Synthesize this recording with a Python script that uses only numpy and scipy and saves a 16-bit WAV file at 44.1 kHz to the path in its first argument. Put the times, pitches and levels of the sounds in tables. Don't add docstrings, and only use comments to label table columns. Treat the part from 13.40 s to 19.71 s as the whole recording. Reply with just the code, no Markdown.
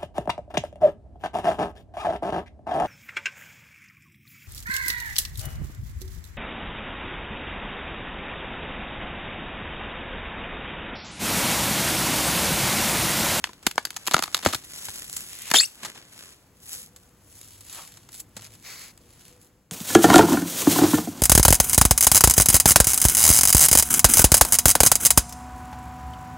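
import sys
import numpy as np
from scipy import signal
from scipy.fft import rfft, irfft, next_fast_len
from scipy.io import wavfile
from scipy.ndimage import uniform_filter1d

SR = 44100
rng = np.random.default_rng(int(sys.argv[2]) if len(sys.argv) > 2 else 0)


def generate_wav(sig):
    pcm = np.round(np.clip(np.atleast_2d(sig).T, -1, 1) * 32767).astype(np.int16)
    wavfile.write(sys.argv[1], SR, pcm)


N = 278271
TIME = np.arange(N) / SR
FRAME, HOP = 256, 64
FRAME_HZ = np.fft.rfftfreq(FRAME, 1 / SR)
FRAME_S = np.arange(-(-N // HOP) + 1) * HOP / SR

# frequency_hz, gain_db
FOLIAGE_COLOUR = [(60, 2.5), (400, 4.5), (800, 2), (1500, -2), (4000, -10), (8000, -6.5), (16000, -11.5)]
# frequency_hz, gain_db
RUMBLE_COLOUR = [(15, -38.5), (25, 1), (91, 1.5), (184, -1.5), (249, -5), (358, -7.5), (448, -22),
                 (487, -8), (568, -31.5), (700, -26), (910, -47.5), (1540, -120)]
# time_s, level_db
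RUMBLE_LEVEL = [(0.0, -54), (.9, -57.5), (1.8, -51), (2.35, -62), (3.2, -55), (4.4, -55.5), (5.0, -53.5),
                (6.0, -54)]
# time_s, pitch_hz, level_db
ENGINE_HUM = [(3.7, 93.1, -70), (4.05, 96.5, -58), (4.5, 98, -64), (4.85, 106.4, -63), (5.15, 102.2, -56.5),
              (5.4, 101.8, -73), (6.0, 100.6, -78)]
TYRE_WHINE = [(2.8, 496, -83), (3.2, 497, -73), (4.2, 492, -79), (5.3, 483, -75), (5.7, 483, -70),
              (6.0, 497, -67), (6.15, 502, -75), (6.3, 503, -80)]

# peak_s, swell_s, fade_s, level_db, tilt_db_per_octave
BRUSH_STROKES = [(.1, 0.19, 0.09, -52, -4.5), (.26, .025, 0.011, -46.5, -5.5), (.86, 0.36, 0.25, -42.5, -3),
                 (1.156, 0.12, .04, -36, -1.2), (1.37, 0.13, 0.027, -39.5, 0.1),
                 (1.46, 0.077, 0.036, -34, 0.7), (1.57, 0.11, 0.077, -35.5, 1),
                 (1.76, 0.14, 0.14, -36.5, 1.5), (1.95, 0.12, 0.088, -41, 1.5),
                 (2.08, 0.11, 0.23, -38, 0.7), (2.455, 0.064, 0.083, -39.5, -4),
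                 (2.565, .02, 0.097, -47, -5), (2.74, 0.044, 0.05, -50.5, -1),
                 (2.83, 0.12, .12, -43.5, -1.5), (3.349, 0.083, 0.076, -35, 3),
                 (3.63, 0.086, 0.086, -59.5, 1.5), (4.045, 0.14, 0.24, -47.5, 3),
                 (4.36, 0.081, 0.11, -37.5, 1.8), (4.51, .04, 0.18, -50.5, -0.5),
                 (4.746, 0.024, .019, -41.5, 3), (4.804, .036, 0.011, -39, 4.5),
                 (5.05, 0.065, 0.032, -42.5, -0.5), (5.14, .04, 0.032, -50.5, 0),
                 (5.43, 0.18, 0.064, -45, 2), (5.873, 0.2, 0.075, -50.5, 0.5), (6.027, .022, 0.042, -54, 5)]
# frequency_hz, gain_db
BRUSH_COLOUR = [(25, -20.5), (70, 4), (250, -3), (700, -8), (1500, -3.5), (3000, 0.5), (5000, 0), (7500, 2),
                (10500, 2.5), (13000, -6), (16000, -10.5)]
# time_s, level_db
PALM_LEVEL = [(5.21, -74), (5.25, -42.5), (5.29, -41), (5.34, -43), (5.44, -46), (5.513, -51), (5.528, -78)]
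SLEEVE_LEVEL = [(4.24, -86), (4.33, -56), (4.39, -44), (4.45, -57), (4.53, -81)]
TWIST_LEVEL = [(1.88, -56), (2.0, -51.5), (2.09, -45), (2.125, -52)]
# frequency_hz, gain_db
PALM_RESONANCE = [(100, -22), (1200, -7), (1700, -6), (2200, 0.5), (2700, -6.5), (3300, -10), (4300, -2.5),
                  (6000, -4.5), (16000, -13)]
SLEEVE_RESONANCE = [(100, -32), (600, -9), (1100, 0), (1500, -8), (2200, -11), (4000, -12), (16000, -42)]
TWIST_RESONANCE = [(100, -43), (1300, -19.5), (2000, 0), (2800, -0.5), (3800, -4.5), (8000, -28)]
# start_s, pitch_hz, level_db, decay_s
THUDS = [(0.27, 199.7, -14.5, 0.0024), (0.744, 171.4, -16, 0.0052), (1.061, 589.5, -10, 0.0032),
         (1.063, 90, -19.5, 0.013), (1.067, 250, -17, .007), (1.149, 131, -39.5, 0.0088),
         (1.486, 89, -37, 0.0098), (4.967, 516, -35, 0.0038), (4.967, 215, -36.5, 0.0081)]
# frequency_hz, gain_db
RIP_COLOUR = [(40, -26.5), (200, -6), (550, 0.5), (1000, -8), (1700, -3.5), (3000, -5), (5500, 1),
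              (7500, 1.5), (10500, 1), (13000, -11), (16000, -14.5)]
# start_s, length_s, first_hz, last_hz, level_db, second_harmonic_db, third_harmonic_db
CORE_SQUEAKS = [(2.148, 0.017, 3164, 3210, -14, -17.5, -21.5),
                (2.166, 0.0088, 3650, 3720, -14.5, -4, -23.5),
                (2.172, 0.008, 5000, 5350, -17.5, -19.5, -28.5), (2.175, 0.0077, 3620, 3390, -27, 5.5, -10),
                (2.184, 0.0087, 3505, 3740, -11.5, -6, -10.5),
                (2.191, 0.014, 4196, 4610, -13.5, -13.5, -26.5),
                (2.199, 0.013, 4660, 4960, -17.5, -11, -27.5), (2.204, 0.0069, 1650, 2050, -24, -13, -15),
                (2.208, .017, 2426, 2610, -31.5, -10.5, 12), (2.225, .022, 2532, 2825, -29.5, -11, 5.5),
                (2.246, 0.0092, 4830, 4640, -31, -16, -26), (2.251, 0.014, 5500, 5900, -32, -8.5, -26)]
# start_s, length_s, level_db,
# tilt_db_per_octave
DRY_TICKS = [(0.228, 0.0058, -41.5, -0.5), (0.529, 0.003, -42.5, -2.5), (0.655, 0.0023, -49, 6),
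             (0.927, 0.016, -37.5, -1), (1.453, 0.0016, -39.5, 7), (1.485, 0.0024, -26.5, -4.5),
             (1.697, 0.003, -35.5, 2.9), (1.729, 0.0015, -40.5, 8), (1.765, 0.0066, -31, 6.5),
             (2.018, 0.0085, -42, 8), (2.07, 0.0051, -34.5, 0.5), (2.087, 0.004, -35.5, 1.5),
             (2.432, 0.0044, -27.5, -2.5), (2.448, 0.015, -23, -2.2), (2.456, 0.0073, -25.5, -2.5),
             (2.556, 0.007, -37, -5.5), (2.825, 0.0028, -42, 1), (3.562, 0.0074, -43, 3),
             (4.207, 0.0086, -46, 5), (4.327, 0.006, -43, 6.5), (4.571, 0.005, -40.5, 0.2),
             (4.689, 0.005, -40.5, -0.7), (4.743, 0.0039, -41, 3), (4.801, 0.0073, -42, 8.5),
             (4.966, 0.0096, -29.5, -0.1), (4.993, 0.004, -40, -4), (5.026, 0.0026, -43, -8),
             (5.152, 0.0036, -47.5, 1.5), (5.576, 0.0027, -48, 2.5)]
# start_s, length_s, ring_hz, level_db, depth_octaves, tilt_db_per_octave
FIBRE_CRACKS = [(0.041, 0.0019, 2980, -8, 0.2, -7.5), (0.071, 0.0035, 2490.0, -33.5, 2.8, -3.5),
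                (0.0907, 0.0042, 1020, -35.5, 4.2, -5), (0.2662, 0.0038, 2530, -8.5, 10, 0.15),
                (0.3117, 0.0036, 2630.0, -26, 0.66, 0), (0.3795, 0.0023, 1540, -8.5, 1.85, -7.5),
                (0.452, 0.0029, 4640, -19, 1.4, 1), (0.505, 0.0029, 2720, -28, 1.3, 0.8),
                (0.5636, 0.0072, 6650.0, -21.5, 1.23, -0.8), (0.6673, 0.0017, 2590.0, -24.5, 1.7, 1.5),
                (0.6735, 0.0051, 2697, -17, 2.4, 2.1), (0.6815, 0.0015, 2696, -18, 2.5, -5.6),
                (0.7111, 0.0032, 3700.0, -18.5, 3, -1.3), (0.7188, 0.0075, 4100, -22.5, 2.4, -2),
                (0.736, 0.0038, 6940.0, -16.5, 1.9, -1.0), (0.7385, 0.0028, 7000, -21, 2.5, 2.1),
                (0.743, 0.0026, 1368, -3, 2.07, -4.5), (0.766, 0.0023, 1240.0, -14, 3.3, -3.5),
                (0.7802, 0.0037, 6940.0, -19, 2.3, -5.5), (0.791, 0.004, 800.0, -15.5, 6, -2),
                (0.8243, 0.003, 1264, -17, 1.7, 0), (0.8351, 0.0034, 1200, -21.5, 1.8, 0.4),
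                (0.8386, 0.0018, 4320, -18, 1.6, -1.8), (0.858, 0.0027, 1257, -34.5, 1.9, 1.5),
                (0.8778, 0.0031, 1250, -28.5, 1.5, -5), (0.9456, 0.0041, 3880.0, -9.5, 1.3, -1.5),
                (0.968, 0.0023, 3725, -25, 1.8, 0.5), (0.9765, 0.002, 3620.0, -30, 2.3, 1),
                (0.99, 0.0027, 5480.0, -29, 2, -1.5), (1.027, 0.015, 3190.0, -26, 3.4, -1.5),
                (1.0489, 0.0066, 2110, -19, 5.2, 1.5), (1.0609, 0.0028, 720, -5.5, 2.64, -7.5),
                (1.067, 0.0064, 7205, -15, 6, -2), (1.086, 0.024, 697, -21, 3.5, 0.3),
                (1.1266, 0.0032, 3113, -24.5, 2.6, 1), (1.133, 0.004, 1320, -18, 3.1, -1.2),
                (1.1464, 0.0043, 3910, -17.5, 4.5, 0.8), (2.102, 0.0095, 2006, -27.5, 3.5, 3),
                (2.114, 0.0025, 1872, -12, 4.1, -0.5), (2.138, 0.0022, 7330, -12, 2.1, -0.8),
                (2.1414, 0.0057, 1630, -5, 2.14, -3)]
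# frequency_hz, gain_db
FIBRE_COLOUR = [(25, -36), (80, -14), (200, 4), (300, 1.5), (400, -3.5), (750, 1.5), (1400, 1.5),
                (2600, -2.5), (4000, 1), (5500, 0), (7500, 1), (10500, 1.5), (13000, -1.5), (16000, -8.5)]

# frequency_hz, lag_rad
SHOOT_LAG = [(0, 0), (500, .2), (1700, -.1), (3200, .5), (4700, -.3), (5700, -4.8), (6500, -6.2),
             (7400, -6.4), (8700, -9.3), (9500, -9.5), (11000, -12.4), (11800, -12.7), (13200, -15.6),
             (14200, -15.8), (15300, -18.8)]
LEAF_LAG = [(0, 0), (500, .4), (1500, -.4), (3000, -3), (5500, -4.1), (6500, -6.2), (7400, -6.4),
            (8700, -9.3), (9500, -9.5), (11000, -12.4), (11800, -12.7), (13200, -15.6), (14200, -15.8),
            (15300, -18.8)]
# frequency_hz, likeness (0 to 1)
PORT_LIKENESS = [(50, .98), (600, .95), (1500, .82), (2500, .72), (4500, .72), (5400, .5), (6700, .99),
                 (8000, .82), (9100, 1), (10200, .75), (11300, 1), (12500, .75), (13700, 1), (16000, .9)]
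# frequency_hz, left_minus_right_db
PORT_BALANCE = [(50, .3), (600, 1.5), (1200, 2.8), (2400, 1.8), (5300, 1.8), (7000, 0), (16000, 0)]


def amp(db):
    return 10 ** (np.asarray(db) / 20)


def unit_rms(x):
    return x / np.sqrt(np.mean(x ** 2) + 1e-20)


def at_hz(points, hz):
    point_hz, value = np.transpose(points)
    return np.interp(np.log(hz + 1), np.log(point_hz + 1), value)


def octaves(hz, pivot_hz):
    return np.log2((hz + 1000) / (pivot_hz + 1000))


def follow(rows):
    time_s, *columns = np.transpose(rows)
    return [np.interp(TIME, time_s, column) for column in columns]


def gate(start_s, end_s, edge_s):
    return np.clip(np.minimum(TIME - start_s, end_s - TIME) / edge_s, 0, 1)


def add(mix, start_s, sound):
    part = mix[..., max(round(start_s * SR), 0):][..., :sound.shape[-1]]
    part += sound[..., :part.shape[-1]]


def wander(rate_hz):
    knots = np.arange(0, N / SR + 1 / rate_hz, 1 / rate_hz)
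    return unit_rms(np.interp(TIME, knots, rng.standard_normal(N)[:len(knots)]))


def coloured(x, colour):
    size = next_fast_len(N)
    gain = amp(at_hz(colour, np.fft.rfftfreq(size, 1 / SR)))
    return irfft(rfft(x, size) * gain, size)[..., :N]


def noise(colour):
    return unit_rms(coloured(rng.standard_normal((2, N)), colour))


def foliage(level_db=-61.5):
    return amp(level_db) * noise(FOLIAGE_COLOUR)


def drone(rows, width_hz):
    hz, db = follow(rows)
    carrier = np.exp(2j * np.pi * np.cumsum(hz) / SR)
    blur = wander(width_hz) + 1j * wander(width_hz)
    return (carrier * blur).real * amp(db) * gate(rows[0][0], rows[-1][0], edge_s=.1)


def traffic(trim_db=-4.0):
    out = noise(RUMBLE_COLOUR) * amp(follow(RUMBLE_LEVEL)[0] + trim_db)
    out[0] += drone(ENGINE_HUM, width_hz=24) + drone(TYRE_WHINE, width_hz=18)
    return out


def grove(x, near_db=-16.5, near_t60_s=0.069, far_db=-26, far_t60_s=0.21):
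    t = np.arange(SR // 2) / SR
    near, far = rng.standard_normal((2, 2, len(t))) * (rng.random((2, 2, len(t))) < .15)
    near = near * (t > .003) * amp(-60 * t / near_t60_s)
    far = far * (t > .015) * amp(-60 * t / far_t60_s)
    tail = amp(near_db) * near / np.linalg.norm(near[0]) + amp(far_db) * far / np.linalg.norm(far[0])
    echoes = signal.fftconvolve(x, tail, axes=1)[:, :N]
    return coloured(echoes, [(100, -9), (500, -4.5), (1500, -1), (6000, 3.0), (14000, 4.0)])


def friction(gain, colour, grain_db, grains_per_s, smooth_share, flicker_db, slip_s=.0007):
    sizes = amp(grain_db * np.minimum(rng.exponential(1, N), 3.4))
    sizes *= rng.random(N) < grains_per_s / SR
    slips = signal.lfilter([1], [1, -np.exp(-1 / (slip_s * SR))], sizes ** 2)
    power = smooth_share + (1 - smooth_share) * slips / slips.mean()
    hiss = rng.standard_normal((2, N)) * np.sqrt(power) * amp(flicker_db * wander(70))
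    frames = signal.stft(unit_rms(hiss), SR, nperseg=FRAME, noverlap=FRAME - HOP)[2]
    frames *= gain * amp(at_hz(colour, FRAME_HZ))[:, None]
    return signal.istft(frames, SR, nperseg=FRAME, noverlap=FRAME - HOP)[1][:, :N]


def brushing(shiver_db=-33, shiver_swell_s=0.0037, shiver_fade_s=0.032, shiver_db_per_octave=-4):
    shivers = [(s + shiver_swell_s, shiver_swell_s, shiver_fade_s, db + shiver_db, shiver_db_per_octave)
               for s, _, _, db, _, _ in FIBRE_CRACKS]
    peak_s, swell_s, fade_s, db, tilt = np.transpose(list(BRUSH_STROKES) + shivers)[:, :, None]
    t = FRAME_S - peak_s
    envelopes = np.exp(-abs(t / np.where(t < 0, swell_s, fade_s)) ** 1.5)
    spectra = amp(db + tilt * octaves(FRAME_HZ, 6000))
    gain = np.sqrt(spectra.T ** 2 @ envelopes ** 2)
    return friction(gain, BRUSH_COLOUR, grain_db=4.4, grains_per_s=380, smooth_share=.48, flicker_db=1.1)


def slide(rows, resonance, flicker_db=1.0):
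    hiss = noise(resonance)
    level_db = follow(rows)[0] + flicker_db * wander(60)
    return hiss * amp(level_db) * gate(rows[0][0], rows[-1][0], edge_s=0.011)


def thuds(rise_s=0.00063):
    t = np.arange(SR // 8) / SR
    out = np.zeros((2, N))
    for start_s, hz, db, decay_s in THUDS:
        envelope = np.exp(-t / decay_s) * (1 - np.exp(-t / rise_s))
        add(out[0], start_s, amp(db) * np.sin(2 * np.pi * hz * t) * envelope)
    return out


def squeak(length_s, first_hz, last_hz, db, second_db, third_db, jitter=.028, shimmer_db=3.6):
    t = np.arange(0, length_s, 1 / SR)
    glide_hz = first_hz + (last_hz - first_hz) * t / length_s
    hz = glide_hz * (1 + jitter * wander(1500)[:len(t)])
    phase = 2 * np.pi * np.cumsum(hz) / SR
    tone = np.sin(phase) + amp(second_db) * np.sin(2 * phase) + amp(third_db) * np.sin(3 * phase)
    edges = np.clip(np.minimum(t, length_s - t) / 0.0016, 0, 1)
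    grip = unit_rms(amp(shimmer_db * wander(1300)[:len(t)]))
    return np.sqrt(2) * amp(db) * edges * grip * tone


def core_tear(start_s=2.141, end_s=2.272, edge_s=0.015, level_db=-12.5, low_cut_hz=480):
    fade_db_per_s, tilt_db_per_octave_per_s = 235, 52.5
    age_s = np.clip(FRAME_S - start_s - edge_s, 0, end_s - start_s)
    tilt_db = tilt_db_per_octave_per_s * age_s * octaves(FRAME_HZ, 6000)[:, None]
    gain = amp(level_db - fade_db_per_s * age_s + tilt_db)
    gain /= np.hypot(1, low_cut_hz / (FRAME_HZ + 1))[:, None]
    rip = friction(gain, RIP_COLOUR, grain_db=2.5, grains_per_s=2200, smooth_share=0.2, flicker_db=1.5)
    rip *= gate(start_s, end_s, edge_s)
    for squeak_s, *shape in CORE_SQUEAKS:
        add(rip[0], squeak_s, squeak(*shape))
    return rip


def crack(length_s, ring_hz, db, depth_octaves, tilt, rise_s=0.000086, ring_gain=1.25, ring_q=6.5):
    size, pivot_hz, top_hz, trim_db = 4096, 2000, 8050, -0.62
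    t, hz = np.arange(size) / SR, np.fft.rfftfreq(size, 1 / SR)
    snaps = rng.standard_normal((2, size)) * np.exp(.8 * rng.standard_normal((2, size)))
    envelope = (1 - np.exp(-t / rise_s)) * np.exp(-(t / length_s) ** 1.3)
    spectrum = rfft(snaps * envelope)
    spectrum /= np.sqrt(uniform_filter1d(abs(spectrum) ** 2, size=70, axis=1) + 1e-12)
    spectrum *= amp(db + tilt * octaves(hz, pivot_hz) + at_hz(FIBRE_COLOUR, hz) + trim_db)
    bottom_hz = pivot_hz / 2 ** depth_octaves
    spectrum /= np.hypot(1, (bottom_hz / (hz + 1)) ** 2.2) * np.hypot(1, hz / top_hz)
    detuning = hz / ring_hz - ring_hz / (hz + 1)
    spectrum *= 1 + ring_gain / (1 + 1j * ring_q * detuning)
    spectrum *= np.exp(-2j * np.pi * 0.6994 * np.log(hz + 160))
    return irfft(spectrum) * np.sqrt(.005 * SR)


def fibres():
    out = np.zeros((2, N))
    for start_s, *bundle in FIBRE_CRACKS:
        add(out, start_s, crack(*bundle))
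    for start_s, length_s, db, tilt in DRY_TICKS:
        add(out, start_s, crack(length_s, ring_hz=7760, db=db, depth_octaves=1.6, tilt=tilt))
    return out


def microphone_ports(pair, lag):
    size = next_fast_len(N)
    hz = np.fft.rfftfreq(size, 1 / SR)
    shared, separate = rfft(pair, size)
    likeness = at_hz(PORT_LIKENESS, hz)
    lean = amp(at_hz(PORT_BALANCE, hz) / 2)
    right = (likeness * shared + np.sqrt(1 - likeness ** 2) * separate) * np.exp(-1j * at_hz(lag, hz))
    return irfft([shared * lean, right / lean], size)[:, :N]


def scene():
    rustle = brushing()
    lifted = np.clip((TIME - 3.6) / 0.43, 0, 1)
    shoot = fibres() + thuds() + core_tear()
    hands = slide(TWIST_LEVEL, TWIST_RESONANCE) + slide(PALM_LEVEL, PALM_RESONANCE)
    hands += slide(SLEEVE_LEVEL, SLEEVE_RESONANCE) + rustle * np.sqrt(lifted)
    low_leaves = rustle * np.sqrt(1 - lifted)
    mix = shoot + grove(shoot) + hands + traffic() + foliage()
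    return microphone_ports(mix, SHOOT_LAG) + microphone_ports(low_leaves, LEAF_LAG)


def record(dry, low_cut_hz=42, ceiling=.82, fade_start_s=6.033, fade_db_per_s=29, top_hz=16000):
    low_cut = signal.butter(3, low_cut_hz, "highpass", fs=SR, output="sos")
    thinned = signal.sosfilt(low_cut, dry)
    rounded = thinned / (1 + (abs(thinned) / ceiling) ** 6) ** (1 / 6)
    faded = rounded * amp(-fade_db_per_s * np.maximum(TIME - fade_start_s, 0))
    high_cut = signal.firwin(255, top_hz, window=("kaiser", 9), fs=SR)
    return signal.oaconvolve(faded, high_cut[None], "same")


dry = scene()
out = record(dry)
generate_wav(out)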